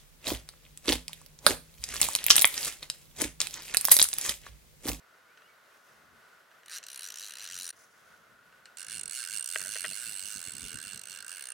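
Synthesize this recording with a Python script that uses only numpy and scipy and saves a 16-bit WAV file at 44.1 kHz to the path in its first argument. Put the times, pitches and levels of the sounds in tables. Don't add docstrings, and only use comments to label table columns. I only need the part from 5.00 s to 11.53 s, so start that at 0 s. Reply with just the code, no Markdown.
import sys
import numpy as np
from scipy import signal
from scipy.fft import rfft, irfft, next_fast_len
from scipy.io import wavfile
from scipy.ndimage import map_coordinates

SR = 44100
rng = np.random.default_rng(int(sys.argv[2]) if len(sys.argv) > 2 else 0)


def store_pcm(level_fs):
    pcm = np.round(np.clip(level_fs, -1, 1) * 32767).astype(np.int16)
    wavfile.write(sys.argv[1], SR, np.atleast_2d(pcm).T)


N = 287973
SIZE = 2048
JERK, FIRST_RUN, SECOND_RUN = (1.659, 1.795), (1.865, 2.706), (3.771, 6.52)

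# (centre [Hz], width [Hz], level [dB])
REEL_AHEAD = [(1616, 700, -5.5), (2850, 790, -6), (4035, 370, 0), (4500, 1360, -6), (5895, 490, 4),
              (6160, 120, -17), (7020, 820, -4.5), (8550, 510, -4.5), (10500, 350, -13), (13000, 320, -12),
              (13600, 350, -12), (7100, 6600, -8.5)]
# (centre [Hz], width [Hz], level [dB])
REEL_ASIDE = [(1550, 313, -3.5), (2796, 310, -2.5), (2200, 450, -14), (3520, 340, -14), (4306, 370, -6.5),
              (5050, 370, -11), (5800, 190, -6.5), (6840, 170, -8), (7780, 820, -8.5), (8670, 1660, -5.5),
              (10650, 880, -15), (6200, 8800, -15)]


def amp(db):
    return 10 ** (np.asarray(db) / 20)


def unit(x):
    return x / np.sqrt(np.mean(x ** 2) + 1e-20)


def along(points, hz):
    f, v = np.transpose(points)
    return np.interp(np.log(hz + 1), np.log(f + 1), v)


def at(rows, t):
    s, *cols = np.transpose(rows)
    return [np.interp(t, s, c) for c in cols]


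def wobble(rate):
    knots = rng.standard_normal(int(N * rate / SR) + 4)
    return map_coordinates(knots, [np.arange(N) * rate / SR])


def swell(t, centre, length):
    return np.exp(-(2 * (t - centre) / length) ** 2)


def swells(rows):
    t = np.arange(N) / SR
    return sum(amp(db) * swell(t, s, length) for s, length, db in rows)


def filtered(x, response):
    m = next_fast_len(N + SR // 2)
    return irfft(rfft(x, m) * response(np.fft.rfftfreq(m, 1 / SR)), m)[..., :N]


def rush(spectrum, alike):
    def mid_side_response(hz):
        turn = np.arccos(np.clip(along(alike, hz), -1, 1)) / 2
        return amp(along(spectrum, hz)) * [np.cos(turn), np.sin(turn)]

    mid, side = filtered(rng.standard_normal((2, N)), mid_side_response)
    return np.array([mid + side, mid - side]) / np.sqrt(np.mean(mid ** 2))


def resonances(modes, hz):
    return sum((amp(db) * hz * w) ** 2 / ((c * c - hz * hz) ** 2 + (hz * w) ** 2) for c, w, db in modes)


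def ring(blows, power):
    cepstrum = irfft(np.log(power + 1e-12) / 2)
    cepstrum[..., 1:SIZE // 2] *= 2
    cepstrum[..., SIZE // 2 + 1:] = 0
    return irfft(rfft(blows) * np.exp(rfft(cepstrum)))


def place(times, sounds):
    index = (np.round(times * SR).astype(int)[:, None] + np.arange(SIZE)).ravel()
    return np.array([np.bincount(index, side.ravel(), N)[:N] for side in sounds])


def sea():
    # (frequency [Hz], density [dB per Hz])
    water_colour = [(59, -31), (100, -21.5), (255, -13.5), (358, -9), (424, -6), (648, -3.5), (818, -7.5),
                    (1170, -2), (1310, 1), (1480, -1.5), (2080, -5.5), (2220, -9.5), (9020, -21.5),
                    (12400, -21.5), (16000, -26)]
    # (frequency [Hz], correlation)
    water_alike = [(60, 0.52), (180, 0.76), (550, 0.55), (1650, 0.48), (4970, 0.62), (15000, 0.77)]
    # (frequency [Hz], density [dB per Hz])
    fizz_colour = [(2500, -46), (4500, -10), (6000, 0), (8000, -10), (10000, -4), (13000, -26),
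                   (16000, -10.5)]
    # (centre [s], length [s], peak level [dB])
    puffs = [(.86, 0.45, -73), (2.81, 0.092, -62), (2.98, 0.51, -71)]
    wash_db, cavity_db = -62.5, -67.5
    cavity_modes = [(1460, 125, 0), (1880, 80, -11)]  # (Hz, width Hz, dB)

    wash_level = amp(wash_db + 0.46 * wobble(3.4) + 1.06 * wobble(17))
    wash = wash_level * rush(water_colour, water_alike)
    inside = rush(water_colour, [(1500, 0.97)])
    cavity = unit(filtered(inside, lambda hz: resonances(cavity_modes, hz)))
    flicker = amp(2.8 * wobble(180))
    fizz = swells(puffs) * unit(flicker * rush(fizz_colour, [(6000, 0.64)]))
    return wash + amp(cavity_db + 2.8 * wobble(9)) * cavity + fizz


def wind():
    # (frequency [Hz], density [dB per Hz])
    rumble_colour = [(15, -48), (25, -15), (50, -1), (87, -3), (165, -2.5), (237, -3.5), (385, -8),
                     (450, 0.5), (580, -14), (990, -120)]
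    # (centre [s], length [s], peak level [dB])
    gusts = [(0.98, 0.13, -73), (1.13, 0.18, -72), (2.58, 0.11, -65.5), (3.3, 1, -78.5),
             (3.95, 0.12, -61.5), (4.04, 0.11, -61.5), (4.35, 0.14, -71), (4.61, 0.078, -62.5),
             (4.69, 0.078, -62), (4.88, 0.12, -60.5), (5.09, 0.1, -63.5), (5.25, 0.081, -63.5),
             (5.38, 0.066, -60), (5.48, 0.024, -54), (5.57, 0.1, -57), (5.65, 0.069, -50.5),
             (5.75, 0.094, -53.5), (5.86, 0.045, -58), (5.95, 0.088, -57.5), (6.15, 0.22, -73.5)]
    lull_db = -82.5
    gust_hz, deep_hz = 350, 70
    port_gain = amp([[3], [-1]])

    strength = amp(lull_db) + swells(gusts)
    lumps = amp(2.7 * np.array([wobble(25), wobble(25)]))
    rumble = rush(rumble_colour, [(60, 0.61), (300, 0.69)])
    buffet = unit(lumps * filtered(rumble, lambda hz: 1 / (1 + (hz / gust_hz) ** 4)))
    deep = filtered(buffet, lambda hz: 1 / (1 + (hz / deep_hz) ** 4))
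    reach = amp(-7) * (strength / strength.max()) ** 0.35
    return strength * port_gain * (buffet + (reach - 1) * deep)


def whistle(curve):
    t = np.arange(N) / SR
    hz, db = at(curve, t)
    phase = 2 * np.pi * np.cumsum(hz * (1 + 0.003 * wobble(60))) / SR
    tone = np.sin(phase) * amp(2.3 * wobble(40))
    return amp(db) * unit(tone) * (t > curve[0][0]) * (t < curve[-1][0])


def whistles():
    # (time [s], pitch [Hz], level [dB])
    curves = [
        [(0.25, 2050, -88), (0.29, 2200, -74), (0.325, 2450, -73), (0.37, 2500, -78), (0.41, 2640, -67),
         (0.44, 2820, -74), (0.465, 2900, -61), (0.495, 3150, -88)],
        [(0.455, 2180, -83), (0.5, 2280, -65), (0.545, 2200, -83)],
    ]
    return sum(whistle(curve) for curve in curves)


def knocks():
    # (time [s], peak level [dB], crack size [amplitude], rattle t60 [s], bass weight [dB])
    blow_rows = [(4.5594, -13.5, 3.3, 0.017, -3.5), (4.562, -30.5, 0.85, 0.018, -10),
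                 (4.596, -40.5, .1, 0.098, -3), (4.614, -38.5, 0.46, 0.089, 2.5),
                 (4.648, -40.5, .1, 0.16, 3.5), (4.7575, -27.5, 0.89, .028, 1), (4.766, -32, .3, .015, 2),
                 (4.8428, -26.5, 0.54, .02, 1), (4.8455, -24.5, 0.56, 0.016, 4),
                 (4.8507, -23.5, 1.1, 0.022, -7), (4.856, -29, 0.55, .015, 6), (4.863, -35.5, .3, .03, -3),
                 (4.913, -41, .3, 0.044, 5)]
    # (centre [Hz], width [Hz], level [dB])
    housing_modes = [(460, 100, -11.5), (627, 44, -5.5), (1300, 88, -8.5), (1587, 110, 0), (1890, 190, -2),
                     (2420, 320, -13.5), (2920, 520, -8.5)]
    rattle = 0.1
    low_hz, bass_hz, soft_hz, order = 350, 850, 3400, 10

    times, db, crack, rattle_t60, bass_db = np.transpose(blow_rows)[:, :, None]
    t, hz = np.arange(SIZE) / SR, np.fft.rfftfreq(SIZE, 1 / SR)
    noise = rng.standard_normal((len(times), SIZE))
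    blows = crack * (t == 0) + rattle * noise * amp(-60 * t / rattle_t60)
    weight = amp(bass_db / (1 + (hz / bass_hz) ** order)) ** 2
    limits = 1 + (hz / soft_hz) ** order + (low_hz / (hz + 1)) ** order
    thuds = ring(blows, weight * resonances(housing_modes, hz) / limits)
    thuds = amp(db) * thuds / np.abs(thuds).max(1, keepdims=True)
    return place(times[:, 0], [thuds * amp(2.0), thuds * amp(-2.0)])


def chatter(count, rise, hold, t60, tail_db, tail_t60, apart, alike, first=0.35):
    t = np.arange(SIZE) / SR
    swarm = np.minimum(first + t / rise, 1) * amp(-60 * np.maximum(t - hold, 0) / t60)
    tail = np.minimum(t / hold, 1) * amp(tail_db - 60 * t / tail_t60)
    shape = np.hypot(swarm, tail)
    noise = rng.standard_normal((2, count, SIZE))
    shared, own = signal.lfilter([np.sqrt(1 - alike ** 2)], [1, -alike], noise, axis=1)
    return np.array([shared + apart * own, shared - apart * own]) * shape / np.linalg.norm(shape)


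def reel_power(modes, hz, low_hz=1100, order=8):
    peaks = sum(amp(db) ** 2 * resonances([(centre, width, 0)], hz) ** 2 for centre, width, db in modes)
    return peaks / (1 + (low_hz / (hz + 1)) ** order)


def ticks():
    # (time [s], peak level [dB])
    slips = [(0.374, -43), (.42, -48), (1.514, -44.5), (1.633, -46), (1.829, -34), (1.838, -32),
             (3.525, -51), (3.656, -37)]
    turn_s = 3.2
    times, db = np.transpose(slips)
    blows = chatter(len(times), rise=0.0012, hold=0.00067, t60=0.0078, tail_db=-13, tail_t60=0.097,
                    apart=0.27, alike=0)
    hz = np.fft.rfftfreq(SIZE, 1 / SR)

    def colour(modes):
        frame = amp(1.0) ** 2 * reel_power(modes[:2], hz)
        return frame + reel_power(modes[2:], hz)

    power = np.where(times[:, None] < turn_s, colour(REEL_AHEAD), colour(REEL_ASIDE))
    top_hz = 7500 * amp(db[:, None] - db.max())
    clicks = ring(blows, power / (1 + (hz / top_hz) ** 4))
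    return place(times, amp(db[:, None]) * clicks / np.abs(clicks).max(axis=(0, 2))[:, None])


def spool_speed(t):
    # (centre [s], length [s], peak speed when alone [teeth/s])
    tugs = [(1.741, 0.085, 190.0), (1.927, 0.12, 71.5), (2.047, 0.091, 99.5), (2.24, 0.172, 109.2),
            (2.423, 0.098, 111.1), (2.521, 0.084, 72.0), (2.629, 0.223, 91.5), (3.799, 0.069, 99.0),
            (3.939, 0.109, 122.4), (4.181, 0.153, 136.4), (4.341, 0.118, 113.7), (4.562, 0.214, 101.2),
            (4.739, 0.159, 107.8), (4.877, 0.129, 92.5), (4.996, 0.145, 94.1), (5.1, 0.211, 92.2),
            (5.318, 0.281, 106.9), (5.479, 0.078, 72.6), (5.658, 0.21, 95.9), (5.883, 0.173, 101.7),
            (6.126, 0.135, 98.7), (6.329, 0.129, 91.8), (6.473, 0.237, 62.9)]
    creep = 35
    return creep + sum((peak - creep) * swell(t, s, length) for s, length, peak in tugs)


def teeth(run):
    t = np.arange(*run, 1 / SR)
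    turned = np.cumsum(spool_speed(t)) / SR
    return np.interp(np.arange(turned[-1]), turned, t)


def hiss():
    # (frequency [Hz], density [dB per Hz])
    hiss_colour = [(2000, -40), (4000, 5), (8000, 1), (11000, -2), (13000, -1), (16000, -30)]
    fastest_db, growth = -56.5, 2.3
    t = np.arange(N) / SR
    speed = spool_speed(t) * (t > SECOND_RUN[0])
    return amp(fastest_db) * (speed / speed.max()) ** growth * rush(hiss_colour, [(8000, 0.6)])


def spool_rings(rings, times):
    struck = []
    for width, drift in rings:
        hz, db = at(drift, times[:, None])
        struck.append((hz, width, db))
    return struck


def beamed_db(beams, centre, turns):
    _, lobes, depth_db, peak = min(beams, key=lambda row: abs(row[0] - centre))
    return depth_db * np.cos(2 * np.pi * lobes * (turns - peak))


def ratchet(times, click, rattle, modes, rings, beams, frame_hz, rattle_db, rattle_t60,
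            frame_tail_db, frame_t60, detune, **pawl):
    teeth_per_turn = 36
    scatter_db, colour_db, uneven_s = 0.91, 1.75, 0.00015
    hz, count = np.fft.rfftfreq(SIZE, 1 / SR), len(times)
    steel_db, = at(click, times[:, None])
    frame_db, lift_db = at(rattle, times[:, None])
    turns = np.arange(count)[:, None] / teeth_per_turn

    def vary(spread):
        return spread * rng.standard_normal((count, 1))

    def even(clicks):
        return clicks / np.linalg.norm(clicks.mean(axis=0), axis=1, keepdims=True)

    beamed = []
    for k, (centre, width, db) in enumerate(modes):
        lift = lift_db * (k == 0)
        beamed.append((centre, width, db + beamed_db(beams, centre, turns) + lift))
    struck = [(centre * (1 + vary(detune)), width, db + vary(colour_db))
              for centre, width, db in beamed + rings]
    low = reel_power(struck[:2], hz)
    high = reel_power(struck[2:], hz, low_hz=1440, order=6)
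    frame_power = low + high / (1 + (hz / frame_hz) ** 6)
    steel = even(ring(chatter(count, tail_db=rattle_db, tail_t60=rattle_t60, **pawl), high))
    frame = even(ring(chatter(count, tail_db=frame_tail_db, tail_t60=frame_t60, **pawl), frame_power))
    clicks = amp(vary(scatter_db)) * (amp(steel_db) * steel + amp(frame_db) * frame)
    return place(times + vary(uneven_s)[:, 0], clicks)


def reel_ahead():
    # (time [s], level [dB])
    click_levels = [(1.66, -28), (1.7, -23), (1.75, -16.5), (1.87, -20.5), (1.97, -18.5), (2.06, -17),
                    (2.26, -18.5), (2.34, -21), (2.52, -18), (2.59, -13.5), (2.71, -14.5)]
    # (time [s], level [dB], lift of the lowest mode [dB])
    frame_levels = [(1.66, -28, 5), (1.75, -22.5, 5), (1.87, -26.5, -1), (2.04, -23.5, -0.5),
                    (2.32, -24, -1), (2.53, -21.5, -0.5), (2.6, -22, -3), (2.71, -23.5, 2)]
    # (width [Hz], curve of (time [s], centre [Hz], level [dB]))
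    bright_rings = [ (520, [(1.66, 9600, 1), (1.87, 9480, 0), (2.0, 9640, 10.5), (2.1, 9600, -3.5),
                    (2.28, 9800, 2), (2.42, 9600, -7), (2.56, 9500, 3), (2.65, 9650, 6.5),
                    (2.71, 9660, 10)]), (420, [(1.66, 12700, -11), (1.94, 12900, -1), (2.1, 12550, -3),
                    (2.28, 12500, -4), (2.45, 12400, -13), (2.6, 12500, -6), (2.71, 12600, -2)])]
    # (resonance [Hz], swells [per turn], depth [dB], angle of a peak [turns])
    spool_beams = [(2875, 1, 1.4, .24), (4015, 2, 1.8, .23), (5910, 1, 3, .58), (8550, 1, 1, .77)]

    def run(times):
        return ratchet(times, click_levels, frame_levels, REEL_AHEAD, spool_rings(bright_rings, times),
                       spool_beams, frame_hz=3380, rattle_db=-21, rattle_t60=0.11,
                       frame_tail_db=-10.5, frame_t60=0.13, detune=0.014,
                       rise=0.0025, hold=0.0013, t60=0.015, apart=0.15, alike=0.4, first=0.23)

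    return run(teeth(JERK)) + run(teeth(FIRST_RUN))


def reel_aside():
    # (time [s], level [dB])
    click_levels = [(3.77, -18.5), (3.9, -17.5), (4.01, -11), (4.15, -13), (4.28, -15), (4.4, -9),
                    (4.5, -11), (4.62, -12.5), (5.15, -15), (5.42, -16), (6.02, -20), (6.14, -20),
                    (6.21, -21), (6.29, -18), (6.38, -19.5), (6.5, -14.5)]
    # (time [s], level [dB], lift of the lowest mode [dB])
    frame_levels = [(3.77, -23.5, -0.5), (3.95, -20, -5), (4.06, -24.5, 4), (4.2, -19.5, 0),
                    (4.35, -19.5, -0.5), (4.5, -22.5, 3), (4.72, -18.5, -4), (5.08, -20.5, -1.5),
                    (5.25, -22.5, 0), (5.62, -21.5, -3.5), (5.75, -20, 0.5), (5.9, -21, -1.5),
                    (6.03, -24, -1), (6.21, -19.5, 2), (6.36, -21.5, 0), (6.5, -21, 2.5)]
    # (width [Hz], curve of (time [s], centre [Hz], level [dB]))
    bright_rings = [ (224, [(3.77, 6640, -10), (4.7, 6280, -1.5), (5.1, 6270, -11), (5.3, 6320, 2),
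                    (5.5, 6360, -3.5), (5.72, 6460, -1), (5.95, 6540, -5), (6.15, 6130, -5),
                    (6.5, 6330, -4)]), (457, [(3.77, 8400, -16), (4.05, 8100, 5.5), (4.27, 8100, -16),
                    (4.4, 8500, 11), (4.65, 8100, -5.5), (5.02, 7970, 3.5), (5.18, 8300, 7.5),
                    (5.35, 8160, -0.5), (5.53, 7970, 5.5), (5.75, 8440, 1), (5.9, 7970, 3.5),
                    (6.5, 8230, -3)]), (474, [(3.77, 9100, -8), (4.05, 9020, 6.5), (4.25, 9240, -7),
                    (4.42, 9200, 4), (4.68, 9130, -2), (4.87, 8700, 5.5), (5.15, 9000, 1.5),
                    (5.33, 8550, -8), (5.8, 9000, 2.5), (6.05, 8500, 1), (6.3, 9070, 3.5),
                    (6.5, 9300, 7.5)]), (380, [(3.77, 9600, 1), (4.55, 9840, -6), (4.8, 9850, -2),
                    (5.02, 9980, 4.5), (5.35, 10030, -2), (5.65, 9970, 1), (5.95, 10100, -9),
                    (6.5, 9850, -14)]), (3200, [(3.77, 12500, -26), (4.25, 12400, -25), (4.42, 12200, -14),
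                    (4.65, 12400, -17), (5.1, 12800, -13), (5.35, 12800, -20), (6.0, 12900, -17),
                    (6.5, 12900, -17)]), (900, [(4.5, 15000, -25), (5.1, 14900, -12), (6.5, 14900, -12)])]
    # (resonance [Hz], swells [per turn], depth [dB], angle of a peak [turns])
    spool_beams = [(1543, 1, 3.6, .14), (2780, 2, 2.2, .34), (4304, 2, 2.2, .36), (5060, 1, 1.3, .95)]
    # (time [s], share of the swing)
    swing_curve = [(3.77, 0.045), (4.5, 0.045), (4.88, 0.57), (5.4, 0.82), (5.9, 1), (6.2, 0.37),
                   (6.5, 0.02)]
    pan_db, swing_pan_db = -4.5, -1.5
    # (Hz, dB added to the left and taken from the right)
    shade = [(1500, 0.5), (2200, 1.8), (2800, -1.05), (3500, 0.4), (4400, -1.5),
             (6000, -1.4), (7300, -2.0), (9000, -1.34), (12000, 0.1), (15000, 3.0)]

    times = teeth(SECOND_RUN)
    clicks = ratchet(times, click_levels, frame_levels, REEL_ASIDE, spool_rings(bright_rings, times),
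                     spool_beams, frame_hz=4470, rattle_db=-22, rattle_t60=0.04,
                     frame_tail_db=-8.5, frame_t60=0.12, detune=0.009,
                     rise=0.002, hold=0.0024, t60=0.012, apart=0.36, alike=0.6, first=0.65)
    left_right = np.array([[1], [-1]])
    swing, = at(swing_curve, np.arange(N) / SR)
    left_minus_right_db = pan_db + swing_pan_db * swing
    shaded = filtered(hiss() + clicks, lambda hz: amp(left_right * along(shade, hz)))
    return shaded * amp(left_right * left_minus_right_db / 2 - 1.44)


def scene():
    return sea() + wind() + whistles() + knocks() + ticks() + reel_ahead() + reel_aside()


def record(dry):
    # (start [s], end [s])
    dip = (2.7115, 2.727)
    top_hz = 16100
    t = np.arange(N) / SR
    dipped = (t > dip[0]) & (t < dip[1])
    return filtered(dry * np.where(dipped, amp(-27.5), 1), lambda hz: hz < top_hz)


dry = scene()
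out = record(dry)
store_pcm(out)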